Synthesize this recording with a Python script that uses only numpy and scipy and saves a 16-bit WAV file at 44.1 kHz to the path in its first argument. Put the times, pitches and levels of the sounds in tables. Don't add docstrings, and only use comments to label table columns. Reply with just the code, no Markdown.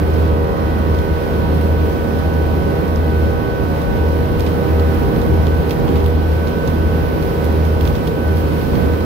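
import sys
import numpy as np
from scipy import signal
from scipy.fft import rfft, irfft, next_fast_len
from scipy.io import wavfile
from scipy.ndimage import uniform_filter1d

SR = 44100
rng = np.random.default_rng(int(sys.argv[2]) if len(sys.argv) > 2 else 0)


def to_wav(s):
    ch = np.atleast_2d(s).T
    pcm = np.round(np.clip(ch, -1, 1) * 32767)
    wavfile.write(sys.argv[1], SR, pcm.astype(np.int16))


def magnitude_from_level(level_db):
    exponent = np.asarray(level_db, float) / 20
    return 10 ** exponent


N = 399098
SIZE = next_fast_len(N)

# [multiple of its rate, left level/dB, right level/dB, lag of the left port/rad]
SHAFT_TONES = [(1, -20.0, -20.0, 0.3), (2, -31.0, -30.0, 0.5), (3, -42.0, -42.0, 0.5),
               (4, -35.0, -34.0, 0.6), (5, -31.0, -33.0, 0.9), (6, -30.0, -30.0, 0.7),
               (7, -35.0, -36.0, 1.4), (8, -39.0, -42.0, 0.8), (9, -40.0, -43.0, 1.1),
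               (10, -41.5, -41.5, 0.2), (11, -41.0, -47.0, -2.6), (12, -44.0, -36.0, 1.9),
               (13, -42.0, -41.0, 2.6), (14, -43.0, -37.0, -3.0), (15, -49.0, -47.0, -3.0),
               (16, -54.0, -50.0, -0.7), (17, -52.0, -52.0, 2.8), (18, -60.0, -50.0, -0.4),
               (19, -41.0, -36.0, -1.5), (20, -60.0, -47.0, -2.8), (21, -64.0, -60.0, 1.8),
               (22, -68.0, -60.0, -0.8), (23, -61.0, -55.0, -0.0), (24, -60.0, -54.0, 0.8),
               (25, -53.0, -58.0, -1.5), (26, -62.0, -60.0, 2.3)]
SPREAD = 0.4
HUNT_HZ = 0.09
CRUISE_HZ = 79.37
OCTAVE_DB_PER_HZ, THIN_DB_PER_HZ = 8, 0.5

# [t/s, f/Hz, level/dB]
WHINE = [(0, 1507, -42), (0.25, 1507, -41), (0.5, 1497, -48), (0.8, 1501, -42), (1.75, 1508, -41),
         (2.6, 1507, -39), (2.9, 1503, -43), (3.2, 1507, -38), (4.2, 1506, -41), (4.47, 1512, -44),
         (4.85, 1501, -41), (5.15, 1504, -44), (5.4, 1511, -39), (5.97, 1510, -45), (6.3, 1514, -41),
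         (6.75, 1510, -39), (7.5, 1507, -43), (8.1, 1513, -41)]
BLADE_MULTIPLE = 19

# [loudest t/s, level/dB, out-of-step t/s before it, dip/dB]
THROBS = [(0.24, 5.5, -0.1, 10), (0.9, 3, 0.53, 16), (1.74, 5, 1.25, 8), (2.47, 3.5, 2.04, 14),
          (3.17, 4.5, 2.8, 8), (3.7, -1, 3.54, 14), (4.1, 5, 3.87, 10), (4.48, 0, 4.38, 9),
          (4.75, 5, 4.6, 11), (5.44, 5, 5.2, 20), (6.15, 5.5, 5.8, 14), (6.76, 3, 6.62, 15),
          (7.63, 6, 7.3, 20), (8.33, 2, 8.08, 24), (8.93, 2, 8.75, 17), (9.5, 2, 9.12, 12)]
THROB_PEAK = 2.6

# [multiple of its rate, level/dB]
ROTOR_TONES = [(3, -37.5), (4, -45), (5, -41.5), (9, -55)]
SLIP_HZ = 1.36

# [f/Hz, width/Hz, level/dB]
PANELS = [(250, 40, -37), (443, 16, -34.5), (519, 24, -37), (600, 60, -46), (830, 30, -51), (985, 30, -46),
          (1262, 25, -53), (2520, 150, -53), (3150, 120, -56), (4080, 400, -58)]

# [f/Hz, left level/dB per Hz, right level/dB per Hz]
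RUSH = [(22, -82, -73), (46.7, -45, -52.5), (70, -42.5, -46.5), (110, -50, -45), (187, -51, -44.5),
        (360, -56, -48), (620, -61, -55.5), (1150, -67, -63), (1750, -74, -69), (2600, -75.5, -73),
        (5480, -85.5, -82), (7100, -93.5, -92.5), (11100, -97, -87.5), (11950, -96, -82.5)]
LAG_S = 0.00048

# [t/s, length/s, buffet level/dB, wind level/dB]
GUSTS = [(0.7, 0.14, 0, -0.5), (1.03, 0.47, 5.5, -1), (2.598, 0.17, 2, 0), (3.25, .25, 6, 0.5),
         (3.61, .12, 4, 0.5), (3.927, 0.14, 7, 1), (4.384, .12, 5, -0.5), (4.66, 0.24, -3, 1.5),
         (5.25, 0.58, 5, 3), (5.903, 0.26, 8, 3), (6.693, 0.097, 8, 1.5), (7.002, 0.32, 3, 1),
         (7.64, 0.16, -3, -1), (7.855, 0.14, 7, 2.5), (8.32, 0.23, 4, 0.5), (8.79, 0.2, 4, 3.5)]
BUFFET_SWAY_DB, WIND_SWAY_DB, LULL_DB = 1, 0.7, 4.2

# [t/s, level/dB against its mean]
SPRAY = [(0, 2.5), (0.35, 0), (2.1, 2.5), (2.45, 1), (3.2, 2), (3.5, -0.5), (3.7, 2.2), (4.35, 2.5),
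         (4.75, 3), (5.3, 3.5), (5.6, 1.5), (7.05, 2), (7.3, 5), (7.5, 2.5), (8.2, 2), (8.47, 3.5),
         (8.65, 5), (9.0, 3)]
SHEET_DB, SHEET_S = 2.5, 0.057

# [t/s, peak level/dB, ring f/Hz, fizz level/dB against the ring]
SLAPS = [(0.9472, -31, 3240, -19), (0.9867, -29, 2910, -15), (2.9597, -26, 3900, -19),
         (3.817, -29, 2920, -18), (4.395, -21.5, 2720, -8), (4.4638, -25.5, 2620, -16),
         (4.7965, -24.5, 3030, -27), (5.162, -29, 3040, -12), (5.2165, -26, 2720, -22),
         (5.469, -23.5, 2660, -22), (5.694, -26, 3590, -10), (5.708, -18, 2520, -8),
         (5.727, -32, 2700, -23), (5.8803, -25.5, 2690, -18), (5.9577, -25, 2720, -11),
         (6.0615, -25, 2560, 0), (6.4727, -28, 3680, -15), (6.6757, -22.5, 3070, -10),
         (7.225, -28, 3050, -13), (7.443, -25.5, 2590, -3), (7.651, -26, 2600, -13),
         (7.8094, -23, 3220, -2), (7.8526, -26, 2980, -13), (7.873, -18.5, 3060, -19),
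         (7.9526, -23, 3160, -14), (8.072, -22, 3000, -5), (8.3719, -29, 3290, -7),
         (8.6133, -33, 3090, -14), (8.754, -26, 3100, -19), (8.9366, -30, 3000, -25)]
CRACK_DB, CRACK_PER_FIZZ = -20, 0.42
SLAP_FADE_S = 0.046


def curves(table):
    s, *columns = np.transpose(table)
    return [np.interp(np.arange(N) / SR, s, column) for column in columns]


def walk(rate):
    hold = int(SR / rate)
    steps = np.repeat(rng.standard_normal(N // hold + 1), hold)
    smooth = uniform_filter1d(uniform_filter1d(steps, hold), hold)
    return 1.23 * smooth[:N]


def ring(x, hz, width_hz):
    return signal.lfilter(*signal.iirpeak(hz, hz / width_hz, fs=SR), x)


def ports(x, lag_s, pan_db=0):
    left = np.roll(x, int(lag_s * SR)) * magnitude_from_level(pan_db / 2)
    return np.array([left, x * magnitude_from_level(-pan_db / 2)])


def throb():
    t = np.arange(N) / SR
    loud_s, top_db, weak_s, dip_db = np.transpose(THROBS)
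    half_turns = np.interp(t, np.ravel([weak_s, loud_s], "F"), np.arange(2 * len(THROBS)))
    trough = magnitude_from_level(-np.interp(t, weak_s, np.abs(dip_db)))
    in_step = np.abs(np.sin(np.pi / 2 * half_turns)) ** THROB_PEAK
    power = trough ** 2 + (1 - trough ** 2) * in_step
    return np.interp(t, loud_s, top_db) + 10 * np.log10(power)


def motor(turns):
    out, left = np.zeros((2, N)), np.array([[1], [0]])
    whine_hz, whine_db = curves(WHINE)
    faster_hz = whine_hz / BLADE_MULTIPLE - CRUISE_HZ
    octave_db = OCTAVE_DB_PER_HZ * faster_hz + 2.5 * walk(10)
    whine_db = whine_db - np.median(whine_db) + 0.6 + 1.3 * walk(14)
    special_db = {1: throb(), 2: octave_db, BLADE_MULTIPLE: whine_db}
    for k, left_db, right_db, late in SHAFT_TONES:
        start = SPREAD * k ** 2 + 0.6 * walk(6)
        if k in special_db:
            sway_db = special_db[k]
        else:
            sway_db = 1.2 * walk(3) + 2.2 * walk(14) - THIN_DB_PER_HZ * k * faster_hz
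        level = magnitude_from_level(np.array([[left_db], [right_db]]) + sway_db)
        out += np.sqrt(2) * level * np.cos(2 * np.pi * k * turns - late * left + start)
    rotor_turns = turns - SLIP_HZ * np.arange(N) / SR
    for k, db in ROTOR_TONES:
        level = magnitude_from_level(db + 0.73 * walk(1.83))
        out += np.sqrt(2) * level * np.cos(k * (2 * np.pi * rotor_turns - 0.12 * left))
    return out


def panels():
    out = np.zeros(N)
    for hz, width_hz, db in PANELS:
        drone = ring(ring(rng.standard_normal(N), hz, width_hz), hz, 2 * width_hz)
        out += magnitude_from_level(db) * drone / drone.std()
    return ports(out, 0.00028, pan_db=4.5)


def swells(rows):
    t = np.arange(0, N / SR + 0.01, 0.005)
    db = sum(top * np.exp(-(2 * (t - s) / length) ** 2) for s, length, top in rows)
    return np.interp(np.arange(N) / SR, t, db)


def weather():
    gusts = np.array(GUSTS)
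    buffet = LULL_DB + swells(gusts[:, [0, 1, 2]]) + BUFFET_SWAY_DB * walk(9)
    wind = LULL_DB / 2 + swells(gusts[:, [0, 1, 3]]) + WIND_SWAY_DB * walk(9)
    sheets = []
    for s, db, _, fizz_db in SLAPS:
        fizzy = np.clip((db + fizz_db + 49) / 12, 0, 1)
        sheets.append((s + SHEET_S / 4, SHEET_S, SHEET_DB * fizzy))
    spray = curves(SPRAY)[0] + swells(sheets)
    return np.array([buffet, wind, 0.28 * spray, spray])


def rush(turns):
    hz = np.arange(SIZE // 2 + 1) * SR / SIZE + 1e-3
    table_hz, *port_levels = np.transpose(RUSH)
    colour = np.array([magnitude_from_level(np.interp(np.log(hz), np.log(table_hz), db)) for db in port_levels])
    own = rfft(rng.standard_normal((2, SIZE)))
    common = rfft(rng.standard_normal(SIZE))
    delay = np.exp(-2j * np.pi * hz * LAG_S * np.array([[1], [0]]))
    share = 0.38 / (1 + (hz / 1500) ** 4) + 0.28 / (1 + (hz / 60) ** 4)
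    noise = np.sqrt(1 - share) * own + np.sqrt(share) * common * delay
    noise = noise * colour * np.sqrt(SR / 2)
    controls = weather()
    where = np.log([50, 180, 5000, 11000])
    out, gurgle = np.zeros((2, N)), walk(12)
    for step in range(20):
        place = 2 * np.log2(hz / 22) - step
        window = np.cos(np.pi / 2 * np.clip(place, -1, 1)) ** 2
        band = irfft(noise * window, SIZE)[:, :N]
        centre = np.log(22) + step * np.log(2) / 2
        weights = np.array([np.interp(centre, where, row) for row in np.eye(4)])
        wet = weights[2] + weights[3]
        flicker_db = 0.7 * np.array([walk(14), walk(14)])
        out += band * magnitude_from_level(weights @ controls + wet * (0.6 * gurgle + flicker_db))
    return out * (1 + 0.04 * np.cos(2 * np.pi * turns))


def peak_one(x):
    return x / np.abs(x).max()


def slap(peak_db, hz, crack_db, fizz_db, fade_s):
    t = np.arange(int(0.08 * SR)) / SR
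    hit, foam, rough = rng.standard_normal((3, len(t)))
    ragged = magnitude_from_level(6 * uniform_filter1d(rough, size=60) * np.sqrt(60))
    splash = np.exp(-t / 0.0009) + 0.4 * ragged * magnitude_from_level(-40 * t / fade_s)
    body = ring(ring(hit * splash, hz, 2500), 1.2 * hz, 3600)
    crack = ring(ring(hit * splash, 10400, 6200), 10600, 8900)
    fizz = ring(ring(foam * splash, 14000, 6000), 14000, 9000)
    bright = magnitude_from_level(crack_db + 6.0) * peak_one(crack) + magnitude_from_level(fizz_db - 0.5) * peak_one(fizz)
    return magnitude_from_level(peak_db) * (peak_one(body) + bright)


def waves(count=300):
    out = np.zeros(N + SR)
    blows = []
    for s, size, pitch in rng.random((count, 3)):
        drop_db = -42 - 1.7 * np.log(1 - size)
        blows.append((s * N / SR, drop_db, 2300 + 2500 * pitch, -9, -12, 0.03))
    for s, db, hz, fizz_db in SLAPS:
        crack_db = CRACK_DB + CRACK_PER_FIZZ * fizz_db
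        blows.append((s, db, hz, crack_db, fizz_db, SLAP_FADE_S))
    for s, *blow in blows:
        sound = slap(*blow)
        first = int(s * SR)
        out[first:first + len(sound)] += sound
    return ports(out[:N], 0.0003, pan_db=-11.0)


def scene():
    shaft_hz = curves(WHINE)[0] / BLADE_MULTIPLE + HUNT_HZ * walk(7)
    turns = np.cumsum(shaft_hz) / SR
    return motor(turns) + panels() + rush(turns) + waves()


def roll_off(x):
    return signal.sosfilt(signal.butter(12, 15710, fs=SR, output="sos"), x)


def record(dry):
    rounded = np.tanh(0.41 * dry) / 0.39
    treble_cut = signal.ellip(8, 0.2, 60, 15650, fs=SR, output="sos")
    mix = signal.sosfilt(treble_cut, rounded)
    return roll_off(mix)


dry = scene()
out = record(dry)
to_wav(out)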